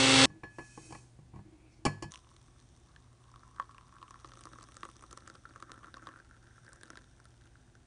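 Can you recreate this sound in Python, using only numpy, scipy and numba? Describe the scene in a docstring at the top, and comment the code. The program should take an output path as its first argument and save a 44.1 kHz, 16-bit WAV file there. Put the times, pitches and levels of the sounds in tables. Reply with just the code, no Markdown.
"""A small blade grinder whirs close by for a quarter of a second, then the scene changes. Over the fridge hum
of a quiet kitchen, its plastic cup is tapped on a ceramic bowl while powder slides out, then dragged along the
rim and knocked again. From about two seconds on, hot water trickles onto the powder: foam fizzes and bubbles
pop, higher as the bowl fills, ringing the air above it."""
import sys
import numpy as np
from scipy import signal
from scipy.fft import rfft, irfft
from scipy.io import wavfile
from scipy.ndimage import uniform_filter1d
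from numba import njit

SR = 44100
rng = np.random.default_rng(int(sys.argv[2]) if len(sys.argv) > 2 else 0)


def inscribe(sig):
    """Save sig as 16-bit PCM at rate SR to the path in sys.argv[1].

    A 1-D sig is mono; a 2-D sig holds one channel per row.
    Samples are clipped to [-1, 1] before scaling.
    """
    pcm = np.round(np.clip(np.atleast_2d(sig).T, -1, 1) * 32767)
    wavfile.write(sys.argv[1], SR, pcm.astype(np.int16))


N = 347029
SCENE_CHANGE_S, POUR_START_S = .2565, 2.107

# Bubble pitch as the bowl fills: time_s, pitch_hz
FILL_PITCH = [(2.11, 1056), (4.1, 1160), (4.4, 1210), (5.3, 1250), (6.1, 1300), (6.3, 1456), (7.87, 1430)]
# Ebb and swell of the pour: time_s, bubble_db, crackle_db, gurgle_db
POUR_LEVELS = [(2.11, -67, -59, -81), (2.25, -74, -70.5, -81), (2.7, -82.5, -71, -77),
               (3.2, -73.5, -76.5, -79.5), (3.42, -68, -71.5, -75), (3.75, -68.5, -74.5, -87),
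               (4.07, -66, -70, -87), (4.43, -71.5, -66, -70), (4.65, -70.5, -66, -66),
               (4.93, -71, -66, -75), (5.4, -70.5, -69.5, -64.5), (5.65, -64.5, -71, -64),
               (6.09, -63, -71, -62), (6.31, -73, -76.5, -92), (6.58, -68, -69.5, -78.5),
               (6.9, -70, -71, -60.5), (7.35, -80, -74, -92), (7.87, -81, -78.5, -87)]


def undb(db):
    """Decibels to gain."""
    return 10 ** (np.asarray(db) / 20)


def level(x, db):
    """Set the rms level."""
    return x * undb(db) / np.sqrt(np.mean(x ** 2))


def curves(table):
    """Turn rows of (time_s, values...) into one automation curve a value column."""
    times, *values = np.transpose(table)
    return [np.interp(np.arange(N) / SR, times, column) for column in values]


@njit
def svf(x, hz, width):
    """State-variable band-pass whose centre may move; gain 1 at the centre."""
    y, band_state, low_state = np.empty(len(x)), 0., 0.
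    for i in range(len(x)):
        tuning, damping = np.tan(np.pi * hz[i] / SR), width / hz[i]
        swing = (band_state + tuning * (x[i] - low_state)) / (1 + tuning * (tuning + damping))
        band_state = 2 * swing - band_state
        low_state += 2 * tuning * swing
        y[i] = damping * swing
    return y


def band(x, hz, width):
    """A steady or moving resonance; width in Hz."""
    return svf(x, np.clip(hz + np.zeros(len(x)), 10, .45 * SR), 1. * width)


def resonate(x, resonances):
    """Parallel resonances from rows of (centre_hz, width_hz, gain_db)."""
    return sum(undb(db) * band(x, hz, width) for hz, width, db in resonances)


def colour(x, points):
    """Equalise a noise through points of (freq_hz, gain_db)."""
    hz, db = np.transpose(points)
    grid = np.maximum(np.arange(len(x) // 2 + 1) * SR / len(x), 1)
    return irfft(rfft(x) * undb(np.interp(np.log(grid), np.log(hz), db)), len(x))


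def walk(rate):
    """Smooth random drift, `rate` steps a second; spread near 1."""
    span = int(SR / rate)
    steps = np.repeat(rng.standard_normal(N // span + 1), span)
    return 1.5 * uniform_filter1d(uniform_filter1d(steps, span), span)[:N]


def grains(per_s, spread_db):
    """Random clicks of either sign with a long tail of big ones."""
    hit = rng.random(N) < per_s / SR
    return hit * rng.choice([-1., 1.], N) * undb(spread_db * np.minimum(rng.exponential(size=N), 4))


def fade(t, t60):
    """Exponential decay, 60 dB down after t60 seconds."""
    return np.exp(-np.log(1000) * t / t60)


def hold(start_s, length_s, edge_s=.027):
    """Soft rise, hold, soft fall."""
    t = np.arange(N) / SR - start_s
    return np.clip(np.minimum(t, length_s - t) / edge_s, 0, 1)


def ring(modes, push, scatter_db):
    """A set of modes driven by a short push, struck at a new place each time; peak 1."""
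    t = np.arange(SR // 2) / SR
    place = undb(scatter_db * rng.standard_normal(len(modes)))
    y = sum(gain * undb(db) * np.sin(2 * np.pi * hz * t) * fade(t, t60)
            for gain, (hz, db, t60) in zip(place, modes))
    y = signal.fftconvolve(y, push)[:len(t)]
    return y / np.abs(y).max()


def burst(hz, width, t60):
    """A short noisy push ringing one resonance; peak 1."""
    t = np.arange(SR // 12) / SR
    y = band(rng.standard_normal(len(t)) * fade(t, t60), hz, width)
    return y / np.abs(y).max()


def add(out, start_s, sound):
    """Mix a sound in at a time."""
    i = int(start_s * SR)
    out[i:i + len(sound)] += sound[:len(out) - i]


def kitchen():
    """Smooth room tone under a fridge: a mains hum and a wavering drone."""
    # Fridge drone: centre_hz, width_hz, level_db
    drone_bands = [(54.7, 18, -65.5), (123, 59, -70.5), (249.9, 9.5, -77), (348.8, 17, -76.5)]
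    # Room tone spectrum: freq_hz, gain_db
    room_colour = [(12, -41.5), (20, -9.5), (122, -1.5), (143, -14), (172, -15.5), (330, -19), (502, -26.5),
                   (744, -18), (894, -21), (1290, -28), (1470, -25.5), (2620, -30.5), (8740, -32),
                   (9710, -31), (10500, -54), (13600, -81), (22000, -120)]
    drone = sum(level(band(rng.standard_normal(N), hz, width), db) for hz, width, db in drone_bands)
    mains_hz = 118.7 * (1 + .01 * walk(3.2))
    mains = np.sin(2 * np.pi * np.cumsum(mains_hz) / SR) * undb(1.6 * walk(3))
    room = colour(rng.standard_normal(N), room_colour)
    return drone + level(mains, -65) + level(room, -66.5)


def drag():
    """Light friction of cup on rim: an arching scrape, the lowest cup mode humming, a brief bright rub."""
    # Scrape along the rim: time_s, pitch_hz, level_db
    scrape_path = [(1.3, 2006, -96), (1.46, 2080, -84), (1.56, 2230, -84.5), (1.67, 2400, -78.5),
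                   (1.71, 2350, -76.5), (1.78, 2200, -80), (1.82, 2250, -91.5)]
    # Spells of cup hum: start_s, length_s, start_db
    hum_spells = [(0.256, 0.15, -55), (0.773, 0.18, -55.5), (1.437, 0.57, -60)]
    # Colour of the rub: centre_hz, width_hz, gain_db
    rub_bands = [(4500, 250, 0), (5310, 250, 1.5), (5850, 170, 0.5)]
    t, sag_db_per_s = np.arange(N) / SR, 26
    hz, scrape_db = curves(scrape_path)
    slip = rng.standard_normal(N) * undb(2.3 * walk(40))
    scrape = undb(scrape_db) * level(band(band(slip, hz, 400), hz, 400), 0)
    hum_gain = sum(undb(db - sag_db_per_s * (t - start_s)) * hold(start_s, length_s)
                   for start_s, length_s, db in hum_spells)
    hum = hum_gain * level(band(slip, 320, 12), 0)
    rub = hold(start_s=1.695, length_s=.105) * level(resonate(slip, rub_bands), -75)
    return scrape + hum + rub


def powder():
    """Fine grains hiss down the cup wall and keep the bowl faintly singing."""
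    # Flow of the slide: time_s, hiss_db, sing_db
    slide_levels = [(0.26, -72, -75), (0.37, -99, -84.5), (0.538, -72.5, -73), (0.648, -64, -67.5),
                    (0.768, -61.5, -67.5), (0.862, -59, -65), (0.986, -62.5, -68), (1.076, -73, -99),
                    (1.3, -93.5, -93)]
    # Peaks in the hiss: centre_hz, width_hz, gain_db
    hiss_bands = [(4570, 170, -11), (5676, 70, -11.5), (6460, 170, -3), (7540, 86, -4.5), (8100, 160, -0.5),
                  (9630, 18, 0)]
    # Bowl and cup under a rain of grains: centre_hz, width_hz, relative_db
    sing_bands = [(1707, 30, -1), (2230, 200, -12.5), (2540, 50, 7), (3106, 70, -2.5), (4320, 60, -10.5),
                  (5470, 47, -8.5), (5723, 60, -3.5)]
    hiss_db, sing_db = curves(slide_levels)
    flow = rng.standard_normal(N) + .6 * grains(per_s=1500, spread_db=4)
    hiss = .6 * band(flow, 6500, 5000) + resonate(flow, hiss_bands)
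    sing = sum(level(band(flow, hz, width), db) for hz, width, db in sing_bands)
    return undb(hiss_db) * level(hiss, 0) + undb(sing_db) * level(sing, 0)


def taps():
    """Each contact chatters briefly, knocking the cup, ringing the bowl and thudding the counter."""
    # Cup on bowl: start_s, knock_db, ring_db, crack_db, thud_db, chatter_t60_s, hardness_db
    # (ring, crack and thud are relative to the knock)
    contacts = [(0.259, -41.5, -20.5, -3.5, -5.5, 0.019, 5), (0.299, -47, -9.5, -23, 1, 0.035, -13),
                (0.434, -33.5, -8.5, -22, -14.5, 0.067, 16), (0.584, -33, -10.5, -17.5, -15.5, 0.1, 10),
                (0.776, -35.5, -26, -23, -12, 0.042, -28), (0.907, -41.5, -34, -8, -28, 0.035, 1.5),
                (0.924, -35.5, -20.5, -7, -10, 0.021, 27), (0.949, -38.5, -31, -8, -19, 0.033, 15),
                (1.189, -53.5, -29, -29, 5.5, 0.051, -16), (1.335, -46.5, -32, -30, 3, 0.084, -22),
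                (1.359, -45.5, -30, -16.5, 5, 0.098, -24), (1.39, -47, -27.5, -29, 4, 0.044, -18),
                (1.852, -19.5, -16.5, -0.5, -40.5, 0.059, -4), (1.861, -17, -49.5, -14, -7.5, 0.067, 26),
                (2.024, -29.5, -17, -3, -12, 0.058, 24), (2.041, -36, -50, -12, 1.5, 0.017, -15)]
    # Plastic cup: pitch_hz, gain_db, t60_s
    cup_modes = [(334, -5.5, .12), (381.6, 2, 0.049), (510, 4, 0.019), (636, -13.5, 0.083),
                 (717, -5, 0.037), (834, 5, 0.033), (957, -0.5, 0.051), (1000, -16.5, 0.1),
                 (1080, 4.5, 0.039), (1560, -1, 0.01685), (1920, -1, 0.02), (2295, -2, 0.025)]
    # Ceramic bowl: pitch_hz, gain_db, t60_s
    bowl_modes = [(1707, 0, .33), (2545, -24, .2), (3060, -27, .16), (4330, -25, .22), (5290, -26, .17),
                  (5750, -32, .15), (7140, -33, .15)]
    # Counter top: pitch_hz, gain_db, t60_s
    counter_modes = [(71.1, -10.5, .15), (103.3, -7.5, 0.65), (147.7, 7, 0.24), (199.7, 4, 0.26)]
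    # Rattle of the thin cup wall: centre_hz, width_hz, gain_db
    wall_bands = [(3100, 460, 11), (4540, 240, 11.5), (5196, 890, 9), (6700, 570, 6.5), (7486, 800, -11.5),
                  (8440, 500, -2)]
    out, t, impulse = np.zeros(N), np.arange(SR // 4) / SR, np.ones(1)
    swell = 1 - fade(np.arange(SR // 2) / SR, .011)  # the bowl takes one smooth shove
    thump = band(fade(t, .011), 120, 140)
    for start_s, knock_db, ring_db, crack_db, thud_db, t60, hardness_db in contacts:
        tail = .09 * fade(t, .35)  # the knock hangs on a little in the tiled room
        chatter = rng.standard_normal(len(t)) * (fade(t, t60) + tail)
        crack = resonate(chatter, wall_bands) + .075 * band(chatter, 6280, 7700)
        # a softer contact reaches only the low modes
        push = band(chatter, 290, 720) + undb(hardness_db) * chatter
        knock = ring(cup_modes, push, scatter_db=.61)
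        bowl = undb(ring_db) * ring(bowl_modes, impulse, scatter_db=.69) * swell
        # a sharp crack also sets off the overtones of the bowl
        overtones = undb(crack_db - 16.5) * ring(bowl_modes[1:], impulse, scatter_db=2.5)
        thud = undb(thud_db) * ring(counter_modes, thump, scatter_db=1.1)
        add(out, start_s, undb(knock_db) * (knock + bowl + overtones + thud))
        add(out, start_s, undb(knock_db + crack_db) * crack / np.abs(crack).max())
    return out


def grinder():
    """Shaft harmonics throbbing with the mains buzz, and powder clattering in the cup."""
    # Swell of the motor: time_s, gain_db
    motor_swell = [(0.0, -24.5), (0.238, -20), (0.255, -21)]
    # Whine of a shaft with ten commutator bars: shaft_multiple, gain_db
    harmonics = [(1, 3), (2, -4.5), (3, -7), (5, -14.5), (7, -16), (10, -3), (14, -14), (20, -12), (30, -9),
                 (32, -22.5)]
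    # Powder thrown round the cup: freq_hz, gain_db
    whirl_colour = [(20, -38.5), (60, -12.5), (150, -10), (220, -15), (400, -5), (520, -4), (650, -14),
                    (1000, -6), (1900, -9), (3500, -8), (5000, -10.5), (8000, -16.5), (9600, -18.5),
                    (10500, -40), (22000, -87)]
    # Resonances of cup and base: centre_hz, width_hz, gain_db
    housing_bands = [(2160, 170, 0), (2860, 60, 0), (3400, 370, 1), (3850, 92, -1.5), (4372, 120, 3.5),
                     (5900, 46, -3.5), (7900, 72, -2.5), (8770, 60, 5)]
    shaft_hz, buzz_hz = 266.5, 122.8
    motor_db, = curves(motor_swell)
    turns = np.cumsum(shaft_hz * (1 + .00078 * walk(21))) / SR
    phases = rng.random(len(harmonics))
    buzz = np.sin(2 * np.pi * buzz_hz * np.arange(N) / SR)
    whine = sum(undb(db) * np.sin(2 * np.pi * (multiple * turns + phase))
                for (multiple, db), phase in zip(harmonics, phases))
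    whine *= 1 + .3 * buzz
    # the blade sweeps powder twice a turn; coarse bits crack against the wall
    swept = (1 + .3 * np.cos(4 * np.pi * turns)) * rng.standard_normal(N)
    whirl = colour(swept + .99 * grains(per_s=600, spread_db=3.9), whirl_colour)
    whirl += resonate(whirl, housing_bands)
    return undb(motor_db) * (level(whine, -4) + level(buzz, -14.5) + level(whirl, -1.2))


def trickle():
    """Countless tiny pops ring round the same pitch; foam fizzes above, the pool gurgles below."""
    # Colour of the crackle in the bowl: centre_hz, width_hz, gain_db
    foam_bands = [(3660, 500, -0.5), (5820, 750, 2.5), (8240, 530, -1)]
    fill_hz, = curves(FILL_PITCH)
    bubble_db, crackle_db, gurgle_db = curves(POUR_LEVELS)
    drops = grains(per_s=130, spread_db=5.34) + .095 * rng.standard_normal(N)
    drops *= undb(3 * walk(25))  # the smallest drops come in loose clusters
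    foam = grains(per_s=600, spread_db=4.2) + .3 * rng.standard_normal(N)
    bubble_hz = fill_hz * (1 + .061 * walk(40))
    bubbles = band(band(drops, bubble_hz, 400), bubble_hz, 400)
    crackle = resonate(foam + .34 * drops, foam_bands)
    gurgle = band(band(drops, 270, 240), 270, 160) + .34 * band(drops, 525, 240)
    return (undb(bubble_db) * level(bubbles, 0) + undb(crackle_db) * level(crackle, 0)
            + undb(gurgle_db) * level(gurgle, 0))


def spatter(count):
    """Rows for small pops at chance moments; level follows the flow, pitch follows the filling."""
    when, size, tint, detune = rng.random((count, 4)).T
    start_s = POUR_START_S + when * (N / SR - POUR_START_S)
    at = (start_s * SR).astype(int)
    fill_hz, = curves(FILL_PITCH)
    trickle_db, crackle_db, _ = curves(POUR_LEVELS)
    size_db = -2.5 * np.log(1 - .98 * size)  # mostly small, a few louder
    bubble_db, bubble_hz = trickle_db[at] + 12 + size_db, fill_hz[at] * (1 + .14 * (detune - .5))
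    tick_db, tick_hz = crackle_db[at] + 16.5 + size_db, 2600 * 3.5 ** tint
    return list(zip(start_s, bubble_db, bubble_hz, tick_db, tick_hz))


def pops():
    """A film bursts with a tick; a bubble rings for a few cycles and the pool glugs."""
    # The larger pops: start_s, bubble_db, bubble_hz, tick_db, tick_hz
    big_pops = [(2.12, -55, 1040, -30.5, 6330), (2.139, -57, 1110, -35.5, 2920),
                (2.1448, -45, 1040, -36, 3220), (2.1575, -63, 1080, -30.5, 2800),
                (2.365, -67.5, 1060, -44.5, 3460), (2.9622, -45, 1700, -41.5, 3540),
                (3.34, -43, 1240, -59, 2730), (3.3596, -42.5, 1160, -47.5, 3210),
                (3.5628, -50, 1260, -48.5, 3330), (3.5985, -18.5, 1140, -38, 3300),
                (3.6245, -39, 1080, -42.5, 3300), (3.6934, -41.5, 1120, -54, 4040),
                (3.746, -44, 1120, -50, 2720), (3.7817, -45, 1090, -41, 2900),
                (3.925, -45, 1120, -54, 6220), (4.0165, -43, 1150, -47, 3300),
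                (4.0275, -34.5, 1090, -40, 3200), (4.1081, -38, 1100, -39, 5740),
                (4.157, -43.5, 1070, -52, 2580), (4.246, -34, 1200, -40.5, 3400),
                (4.3187, -44, 1320, -44, 3330), (4.336, -42.5, 1220, -44, 5780),
                (4.3725, -43.5, 1240, -43, 6300), (4.4088, -46, 1260, -35, 9000),
                (4.4375, -71, 1280, -35.5, 6000), (4.4544, -37.5, 1210, -35, 7050),
                (4.4702, -36, 1170, -47, 5240), (4.5338, -39.5, 1280, -43.5, 3170),
                (4.558, -42, 1130, -56, 9090), (4.5861, -37.5, 1250, -44, 5890),
                (4.61, -41.5, 1150, -44, 3310), (4.6288, -45.5, 1130, -39.5, 5980),
                (4.6875, -45.5, 1120, -42.5, 5740), (4.7681, -41, 1260, -33, 6900),
                (4.8318, -28, 1175, -33.5, 3280), (4.852, -33.5, 1150, -36.5, 6000),
                (4.8888, -39.5, 1230, -43, 8900), (4.9142, -69, 1400, -38, 8900),
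                (5.024, -44.5, 1140, -40, 6300), (5.0379, -37.5, 1240, -49, 6250),
                (5.112, -44, 1280, -39, 6230), (5.1282, -39, 1270, -31.5, 6600),
                (5.1744, -37.5, 1170, -31.5, 5650), (5.2763, -38.5, 1280, -34, 5700),
                (5.2995, -38, 1430, -36, 3900), (5.3519, -42, 1280, -46, 3540),
                (5.4535, -34.5, 1405, -60, 2610), (5.5598, -35.5, 1260, -44, 6160),
                (5.6023, -53, 1120, -45, 5860), (5.625, -31, 1250, -37, 5400),
                (5.695, -41, 1190, -51, 3370), (5.7177, -39, 1410, -29.5, 6000),
                (5.8311, -43, 1160, -52, 2730), (5.8439, -37.5, 1340, -48.5, 3060),
                (5.882, -39.5, 1300, -59, 5910), (5.9414, -36, 1500, -35.5, 3710),
                (5.9692, -35.5, 1140, -44, 5660), (6.0705, -32.5, 1150, -35, 3400),
                (6.089, -37, 1160, -42, 2950), (6.1386, -42, 1460, -60, 2640),
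                (6.1599, -40.5, 1420, -57, 3340), (6.2, -43, 1510, -52, 5990),
                (6.3106, -42, 1430, -61, 5810), (6.5803, -44.5, 1370, -61, 3790),
                (6.7314, -49, 1170, -36.5, 8900), (6.8116, -48, 1610, -41, 5700),
                (6.8332, -40.5, 1660, -33, 8450), (6.903, -37, 1420, -33.5, 5900),
                (6.9556, -43, 1380, -45, 3570), (6.9727, -39, 1600, -35.5, 3830),
                (7.2003, -46.5, 1450, -50, 5730), (7.2545, -47, 1385, -43.5, 8400),
                (7.555, -47.5, 1460, -60, 3570), (7.7524, -49, 1490, -51, 5660)]
    pool_s, shallow_db = 4.2, -9  # glugs are weaker until a pool has formed
    out, t = np.zeros(N), np.arange(SR // 12) / SR
    for start_s, bubble_db, bubble_hz, tick_db, tick_hz in big_pops + spatter(count=260):
        bubble = np.sin(2 * np.pi * bubble_hz * t) * fade(t, .016) * (1 - fade(t, .0035))
        bubble += .18 * burst(1.31 * bubble_hz, 400, t60=.0085)
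        glug = burst(rng.uniform(170, 486), 310, t60=.042)
        glug_db = .59 * bubble_db + .41 * tick_db - 7.5 + shallow_db * (start_s < pool_s)
        tick = burst(tick_hz, .32 * tick_hz, t60=.0041) + .69 * burst(4900, 5600, t60=.0033)
        add(out, start_s, undb(bubble_db) * bubble + undb(glug_db) * glug + undb(tick_db) * tick)
    return out


def water():
    """Trickle and pops ring on in the air above the bowl and come back off the wall behind."""
    # Standing waves over the bowl: centre_hz, width_hz, gain_db
    air_bands = [(324, 20, -2.5), (538, 31, -3), (1016, 16.5, -0.5), (1108, 55, -1.5), (1210, 53, -8.5),
                 (1340, 60, -2.5), (1587, 140, -2.5), (1773, 69, -0.5), (1950, 38, -7)]
    echo_s, echo_db = .017, -19
    splash = trickle() + pops()
    in_bowl = .61 * splash + 1.28 * resonate(splash, air_bands)
    echo = np.roll(band(in_bowl, 1300, 2000), int(echo_s * SR))
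    return in_bowl + undb(echo_db) * echo


def scene():
    """The grinder alone, then emptying and pouring over the kitchen tone, joined by hard cuts; mono."""
    t = np.arange(N) / SR
    at_bowl = np.where(t >= POUR_START_S, water(), taps() + powder() + drag()) + kitchen()
    return np.where(t < SCENE_CHANGE_S, grinder(), at_bowl)[None]


def record(dry):
    """A steep low-pass takes off the top treble."""
    cutoff_hz = 10300
    return signal.sosfilt(signal.ellip(10, .3, 75, cutoff_hz, fs=SR, output="sos"), dry)


dry = scene()
out = record(dry)
inscribe(out)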